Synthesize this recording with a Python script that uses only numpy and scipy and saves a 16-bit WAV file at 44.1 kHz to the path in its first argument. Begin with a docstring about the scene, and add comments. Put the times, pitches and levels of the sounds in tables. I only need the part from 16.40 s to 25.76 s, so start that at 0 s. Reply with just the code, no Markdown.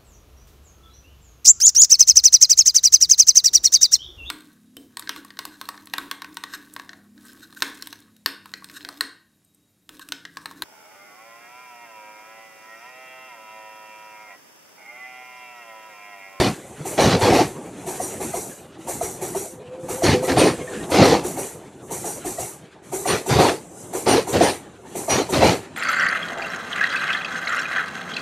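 """Passenger train passing a platform

A train runs past a station platform close to the microphone, one coach a second.
Its wheels cross a rail joint in fours (two bogies of two axles): decaying tones and shaped noise
make each knock, hiss and ring. Loud roaring bursts layer low boom, body and bright clatter noise.
Rolling noise fills the gaps, loose gear knocks, and one wheel hums as a fluttering, sinking sine."""
import sys
import numpy as np
from scipy import signal
from scipy.fft import rfft, irfft, next_fast_len
from scipy.io import wavfile
from scipy.ndimage import uniform_filter1d, map_coordinates

SR = 44100
rng = np.random.default_rng(int(sys.argv[2]) if len(sys.argv) > 2 else 0)


def persist_wave(psi):
    """Save psi, clipped to +-1, as 16-bit WAV."""
    counts = np.round(np.clip(psi, -1, 1) * 32767).astype(np.int16)
    wavfile.write(sys.argv[1], SR, np.atleast_2d(counts).T)


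N = 412776


def amp(db):
    """Decibels to gain."""
    return 10 ** (np.asarray(db) / 20)


def unit(x):
    """Scale to rms 1."""
    return x / np.sqrt(np.mean(x ** 2) + 1e-20)


def along(points, hz):
    """Read (frequency, value) points on a log frequency axis."""
    f, v = np.transpose(points)
    return np.interp(np.log(hz + 1), np.log(f), v)


def curves(rows):
    """One value per sample for each column after the time."""
    s, *cols = np.transpose(rows)
    return [np.interp(np.arange(N) / SR, s, c) for c in cols]


def wobble(rate):
    """A smooth random curve, rate knots a second."""
    knots = rng.standard_normal(int(N * rate / SR) + 4)
    return map_coordinates(knots, [np.arange(N) * rate / SR])


def filtered(x, response):
    """x times a response of frequency."""
    m = next_fast_len(N + SR // 2)
    return irfft(rfft(x, m) * response(np.fft.rfftfreq(m, 1 / SR)), m)[..., :N]


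def add(track, s, sound):
    """Mix a sound into a track at time s."""
    at = round(s * SR) + np.arange(len(sound))
    inside = (at >= 0) & (at < N)
    track[at[inside]] += sound[inside]


def strike(t, rise, t60):
    """Envelope that swells and then dies away, peak 1."""
    shape = (1 - np.exp(-(t / rise) ** 2)) * amp(-60 * t / t60)
    return shape / shape.max()


# side level of the noise layers, wide only in the treble: frequency_hz, side_level_db (against mid)
WIDTH = [(3700, -90), (4250, -47), (5200, -30), (6000, -12), (7500, -6), (11800, -7), (13000, -15),
         (14200, -12)]


def rush(spectrum, grain_db=0, grain_rate=300, patchy_db=0):
    """Stereo noise, mid rms 1: contacts of uneven force excite short-lived resonances under a broad colour."""
    force = rng.standard_normal((2, N)) * amp(grain_db * wobble(grain_rate))
    z = signal.stft(force, nperseg=512)[2]
    # random patches, smoothed over frequency and then time
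    patches = uniform_filter1d(rng.standard_normal(z.shape[1:]), size=2, axis=0)
    patches = uniform_filter1d(patches, size=9, axis=1)
    force = signal.istft(z * amp(patchy_db * unit(patches)), nperseg=512)[1][:, :N]
    mid, side = filtered(force, lambda hz: amp(along(spectrum, hz)))
    side = filtered(side, lambda hz: amp(along(WIDTH, hz)))
    return np.array([mid + side, mid - side]) / np.std(mid)


# four axles around each coupling: first_axle_s, knock_db, hiss_db, earshot_s (time a wheel stays in earshot)
COUPLINGS = [(-.563, -5, -2.5, 0.36), (.451, 1, -1, 0.26), (1.463, 0, -1, 0.35), (2.473, 0.5, -0.5, 0.21),
             (3.486, 2.5, -1, 0.21), (4.497, 0, -0.5, 0.21), (5.508, -0.5, .5, 0.19),
             (6.521, 1.5, .5, 0.22), (7.532, 2.5, -0.5, .2), (8.551, .5, -.5, 0.2)]
# the four axles in order, added to their coupling's levels: knock_db, hiss_db, steel_ring_db
AXLES = [(-23.5, -27.5, -51), (-25.5, -27.5, -39), (-23, -28, -49), (-23, -27.5, -45)]
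# wheels that hit harder than their fellows: start_s, extra_knock_db, extra_ring_db, ring_centre_hz
HARD_BLOWS = [(-.06, 2, 12, 9100), (.586, 9, 8, 5800), (.922, 9.5, -9, 5730), (2.61, 3, -1, 9100),
              (3.619, 1.5, 5.5, 5800), (3.968, 1, 17.5, 9100), (4.625, 14, -20, 5800), (5.642, 1, 1, 5800),
              (6.655, 5.5, 4, 9100), (6.987, 10.5, 12, 8900), (7.667, 9, 10.5, 9100),
              (8.008, 7, 14.5, 9000), (8.68, 5, 11, 5740), (9.024, 14, 6, 5800)]
# identical coaches at a steady speed
SPEED_M_PER_S, WHEELBASE_M, BOGIE_GAP_M = 22.0, 2.97, 7.46
HARD_WITHIN_S = 0.04  # an axle this near a hard blow takes its time and extra levels
RING_SPREAD_OCTAVES = 0.46  # how far around its centre a hard blow rings the steel


def wheels():
    """Axle spacing over speed times every joint crossing: start_s, knock_db, hiss_db, mode_dbs, earshot_s."""
    delays = np.array([0, WHEELBASE_M, BOGIE_GAP_M, BOGIE_GAP_M + WHEELBASE_M]) / SPEED_M_PER_S
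    mode_hz, mode_db = np.transpose(STEEL)
    rows = []
    for first, group_knock_db, group_hiss_db, earshot in COUPLINGS:
        for s, (knock_db, hiss_db, ring_db) in zip(first + delays, AXLES):
            for at, hard_db, bright_db, centre_hz in HARD_BLOWS:
                if abs(at - s) < HARD_WITHIN_S:
                    octaves = np.log2(mode_hz / centre_hz)
                    share = 1 / (1 + (octaves / RING_SPREAD_OCTAVES) ** 2)
                    s, knock_db, ring_db = at, knock_db + hard_db, ring_db + bright_db * share
            knock_db, hiss_db = knock_db + group_knock_db, hiss_db + group_hiss_db
            rows.append((s, knock_db, hiss_db, ring_db + mode_db, earshot))
    return rows


# rail and sleeper under a blow: pitch_hz, leading_axle_db, trailing_axle_db (against the knock), t60_s
RAIL = [(377.7, -4, -7, 0.09), (537.6, -16.5, -6.5, 0.16), (695, -5, 2, 0.032), (883, -10, -12, 0.058),
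        (1157, -27, -14.5, 0.046), (2050, -34, -19.5, 0.042)]
# colour of the shudder, also of rough edges on loose gear: frequency_hz, relative_density_db
KNOCK = [(20, -45), (40, -12.5), (100, -3), (250, -8.5), (380, 7), (580, -5.5), (800, 0.5), (1100, -11),
         (1600, -17), (2200, -13), (3200, -23), (4400, -20), (5500, -49), (9000, -70)]


def clacks(crossings):
    """Each wheel drops into the joint: the rail rings briefly and the track shudders."""
    t = np.arange(SR // 2) / SR
    ring, shudder = np.zeros((2, N))
    for axle, (s, db, *_) in enumerate(crossings):
        for hz, leading_db, trailing_db, t60 in RAIL:
            size, detune, phase = rng.standard_normal(3)
            level_db = db + (trailing_db if axle % 2 else leading_db) + 3.5 * size
            tone = np.sin(2 * np.pi * (hz * (1 + 0.035 * detune) * t + phase))
            # high bending waves travel faster in a rail and arrive first
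            lag = 0.025 * (np.sqrt(700 / hz) - 1)
            add(ring, s + lag, amp(level_db) * strike(t, rise=0.0067, t60=t60) * tone)
        # overlapping noise adds as power
        add(shudder, s - 0.01, (amp(db) * strike(t, rise=0.024, t60=0.39)) ** 2)
    return ring + amp(-7.5) * np.sqrt(shudder) * rush(KNOCK, patchy_db=3.5)


# high ringing modes of the wheel steel: pitch_hz, level_db (against the axle's steel ring)
STEEL = [(5819, 3.5), (6573, -3.5), (8366, -9), (9119, 2.5), (11235, -6.5), (12758, -36)]
# colour of the wheel scrubbing on the rail head: frequency_hz, relative_density_db
HISS = [(2000, -70), (4000, -11), (5200, -12.5), (6000, -2.5), (7700, 1.5), (9800, -0.5), (11000, -5.5),
        (12600, -3.5), (13300, -20), (14300, -13)]


def wheel_hiss(crossings):
    """The jolted wheel scrubs on the rail head and its steel modes ring, at new strengths for every blow."""
    t = np.arange(SR // 2) / SR
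    scrub, ringing = np.zeros(N), np.zeros((len(STEEL), N))
    for s, _, hiss_db, modes_db, earshot in crossings:
        # the wheel runs out of earshot behind the platform edge
        leaving = np.exp(-(t / earshot) ** 4)
        scrub_shape = strike(t, rise=0.022, t60=1.0) * leaving
        ring_shape = strike(t, rise=0.02, t60=0.36) * leaving
        add(scrub, s - 0.011, (amp(hiss_db - 4.5) * scrub_shape) ** 2)
        for mode, db in zip(ringing, modes_db):
            level_db = db + 1.5 * rng.standard_normal()
            add(mode, s + 0.003, (amp(level_db) * ring_shape) ** 2)
    time = np.arange(N) / SR
    steel = np.zeros(N)
    for mode, (hz, _) in zip(ringing, STEEL):
        # the turning wheel makes each mode beat and waver
        beating = amp(3.5 * wobble(45))
        steel += np.sqrt(mode) * beating * np.sin(2 * np.pi * hz * time + 1.15 * wobble(70))
    hiss = np.sqrt(scrub) * rush(HISS, grain_db=1, grain_rate=400, patchy_db=2.2)
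    return hiss + amp(1.5) * steel


def held(t, length, rise, sag_db, t60):
    """Envelope that rises, tilts down by sag_db over its length (up if negative) and then dies away."""
    after = np.maximum(t - length, 0)
    sag = np.minimum(t / length, 1) - 0.5
    return (1 - np.exp(-t / rise)) * amp(-sag_db * sag - 60 * after / t60)


# loud roaring bursts: start_s, length_s, strength_db, boom_db
ROAR_BURSTS = [(-.02, 0.096, -1, -22.5), (0.574, .18, 1, -19), (0.809, 0.11, 2.5, -22.5),
               (0.924, .095, 2.5, -26), (3.63, .11, 1, -21.5), (3.876, 0.039, 2.5, -24.5),
               (3.963, 0.12, 3, -19.5), (4.513, 0.12, 2, -23.5), (4.575, 0.18, 3.5, -19),
               (6.672, 0.082, -2.5, -30.5), (6.889, 0.094, -1, -23.5), (6.979, 0.12, 1.5, -31.5),
               (7.662, 0.12, -0.5, -25), (7.927, 0.048, -1, -19.5), (7.998, 0.1, 0, -30),
               (8.694, .11, -.5, -26.5), (8.922, 0.072, -2, -23.5), (9.003, .12, 1, -25)]
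# colours of the three layers, each: frequency_hz, relative_density_db
BOOM = [(20, -44), (40, -40), (60, -11), (95, 0.5), (220, -0.5), (300, -14), (450, -31), (1000, -100)]
BODY = [(40, -60), (150, -45), (270, -1), (370, 0.5), (510, -2.5), (600, -6.5), (760, -5.5), (1000, -13.5),
        (1400, -29.5), (3000, -90)]
CLATTER = [(100, -70), (600, -24), (1100, -0.5), (1500, -4), (1900, -2), (2400, -2.5), (3200, -6.5),
           (3900, -6), (4350, -3.5), (5000, -8), (6500, -10.5), (8000, -25), (11000, -31.5), (14000, -39)]
BODY_DB, CLATTER_DB = -17, -21.5  # at strength 0
CLATTER_GROWS = 0.26  # dB per dB of strength: louder bursts are deeper


def roar_bursts():
    """Loud roaring bursts: boom and body rise fast, the bright clatter more slowly."""
    t = np.arange(SR // 2) / SR
    boom, body, clatter = np.zeros((3, N))
    for s, length, db, boom_db in ROAR_BURSTS:
        boom_shape = held(t, length, rise=0.01, sag_db=-1.0, t60=0.22)
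        body_shape = held(t, length, rise=0.01, sag_db=4.0, t60=0.2)
        clatter_shape = held(t, length, rise=0.025, sag_db=7, t60=0.22)
        add(boom, s, (amp(boom_db) * boom_shape) ** 2)
        add(body, s, (amp(db) * body_shape) ** 2)
        add(clatter, s - 0.003, (amp(CLATTER_GROWS * db) * clatter_shape) ** 2)
    boom_noise = rush(BOOM, patchy_db=4.5)
    body_noise = rush(BODY, grain_db=0.85, grain_rate=220, patchy_db=3.0)
    clatter_noise = rush(CLATTER, grain_db=1.5, grain_rate=350, patchy_db=2.7)
    return (np.sqrt(boom) * boom_noise
            + amp(BODY_DB) * np.sqrt(body) * body_noise
            + amp(CLATTER_DB) * np.sqrt(clatter) * clatter_noise)


# the humming wheel swells, comes closest, then fades and sinks in pitch
HUM_START_S, HUM_CLOSEST_S, HUM_END_S = 3.08, 3.92, 4.38
HUM_HZ, HUM_SAG_HZ_PER_S = 515, 45
HUM_DB, HUM_SWELL_DB_PER_S, HUM_FADE_DB_PER_S = -25.5, 26.5, 44


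def hum():
    """One wheel sings on an unsteady, fluttering note that sinks once it has come closest."""
    t = np.arange(N) / SR
    before, after = np.maximum(HUM_CLOSEST_S - t, 0), np.maximum(t - HUM_CLOSEST_S, 0)
    sounding = 1.0 * ((t > HUM_START_S) & (t < HUM_END_S))
    sounding = uniform_filter1d(sounding, size=SR // 20)  # soft ends
    hz = HUM_HZ - HUM_SAG_HZ_PER_S * after
    db = HUM_DB - HUM_SWELL_DB_PER_S * before - HUM_FADE_DB_PER_S * after
    phase = 2 * np.pi * np.cumsum(hz + 15 * wobble(70)) / SR
    return sounding * amp(db + 3.5 * wobble(40)) * unit(np.sin(phase))


# knocks and clinks of loose running gear: start_s, pitch_hz, level_db
BUMPS = [(.405, 150, -25), (1.385, 290, -33), (2.389, 330, -32), (3.2, 420, -35), (4.21, 2150, -37),
         (4.275, 1820, -33), (4.329, 490, -25), (4.37, 220, -28), (4.405, 1850, -36)]


def bumps():
    """Loose running gear knocks: each blow is one short note with a rough edge of noise."""
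    t = np.arange(SR // 4) / SR
    notes, edge = np.zeros((2, N))
    for s, hz, db in BUMPS:
        shape = amp(db) * strike(t, rise=0.0024, t60=0.12)
        add(notes, s, shape * np.sin(2 * np.pi * hz * t))
        add(edge, s, shape)
    return notes + amp(-12) * edge * rush(KNOCK, patchy_db=9)


# swell of the rolling noise near the bogies: centre after the first axle, half length
NEAR_DELAY_S, NEAR_HALF_S = 0.27, 0.33


def nearness():
    """Rises from 0 to about 1 while the bogies of each coupling go by."""
    t = np.arange(N) / SR
    return sum(np.exp(-((t - s - NEAR_DELAY_S) / NEAR_HALF_S) ** 4) for s, *_ in COUPLINGS)


# the treads start to hiss just before the first axle reaches the joint
TREAD_LEAD_S, TREAD_RISE_S, TREAD_HOLD_S = 0.1, 0.033, 0.735
TREAD_DB, TREAD_FADE_DB_PER_S = -50, 150


def tread_gain():
    """Attack, hold and release of the tread hiss, once for each coupling."""
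    t = np.arange(SR) / SR
    fade_db = TREAD_FADE_DB_PER_S * np.maximum(t - TREAD_HOLD_S, 0)
    shape = (1 - np.exp(-t / TREAD_RISE_S)) * amp(TREAD_DB - fade_db)
    gain = np.zeros(N)
    for s, *_ in COUPLINGS:
        add(gain, s - TREAD_LEAD_S, shape)
    return gain


# base levels as the middle of each coach goes by: middle_s, rumble_db, rail_roar_db, far_hiss_db
COACHES = [(.28, -40.5, -51, -52.5), (1.29, -38.5, -49, -52), (2.3, -43.5, -55, -82),
           (3.31, -43, -55.5, -67), (4.33, -34, -42.5, -44.5), (5.34, -42.5, -54.5, -62),
           (6.35, -47, -55, -98), (7.36, -43, -56, -48), (8.37, -43, -54.5, -61.5), (9.34, -42, -51, -77)]
# colours of the rolling layers, each: frequency_hz, relative_density_db
RUMBLE = [(20, -52), (45, -16), (90, -3.5), (160, 1.5), (240, -1), (370, 3), (520, -3), (650, -5),
          (850, -7.5), (1200, -15.5), (2500, -67), (6000, -90)]
ROAR = [(100, -40), (400, -24), (900, -7), (1400, 6.5), (2050, 4), (2600, 2), (4300, -3.5), (5000, -9.5),
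        (7500, -7), (11000, -18), (14000, -40)]
THIN_HISS = [(2000, -70), (5000, -17), (6000, -1), (7700, -0.5), (10000, -1.5), (11000, -8), (12500, -10.5),
             (14200, -20)]
# hiss between the bogies, duller for its distance: frequency_hz, relative_density_db
FAR_HISS = [(2000, -60), (5000, -14), (6200, -1.5), (7700, 1), (9800, -2), (11200, -9), (12500, -12),
            (14200, -24)]
NEAR_RUMBLE_DB, NEAR_ROAR_DB = 5, 5  # rise near the bogies
HISS_WAVER_DB = 2.5  # random waver of the far hiss


def rolling():
    """Rough treads on the rail rumble, roar and hiss thinly near the bogies, with a duller hiss between."""
    rumble_db, roar_db, far_db = curves(COACHES)
    near = nearness()
    rumble = rush(RUMBLE, grain_db=1.8, grain_rate=35, patchy_db=3.0)
    roar = rush(ROAR, grain_db=2.5, grain_rate=36, patchy_db=3.0)
    tread_hiss = rush(THIN_HISS, patchy_db=1.5)
    far_hiss = rush(FAR_HISS, patchy_db=3)
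    return (amp(rumble_db + NEAR_RUMBLE_DB * near) * rumble
            + amp(roar_db + NEAR_ROAR_DB * near) * roar
            + tread_gain() * tread_hiss
            + amp(far_db + HISS_WAVER_DB * wobble(12)) * far_hiss)


def scene():
    """All sounds of the passing train."""
    crossings = wheels()
    joint = clacks(crossings) + wheel_hiss(crossings)
    return joint + roar_bursts() + hum() + bumps() + rolling()


TOP_HZ = 14270  # band limit of the recorder


def record(dry):
    """The recorder rounds off the highest peaks and keeps nothing above its band limit."""
    rounded = dry / (1 + np.abs(dry / 0.9) ** 6) ** (1 / 6)
    return filtered(rounded, lambda hz: hz < TOP_HZ)


dry = scene()
out = record(dry)
persist_wave(out)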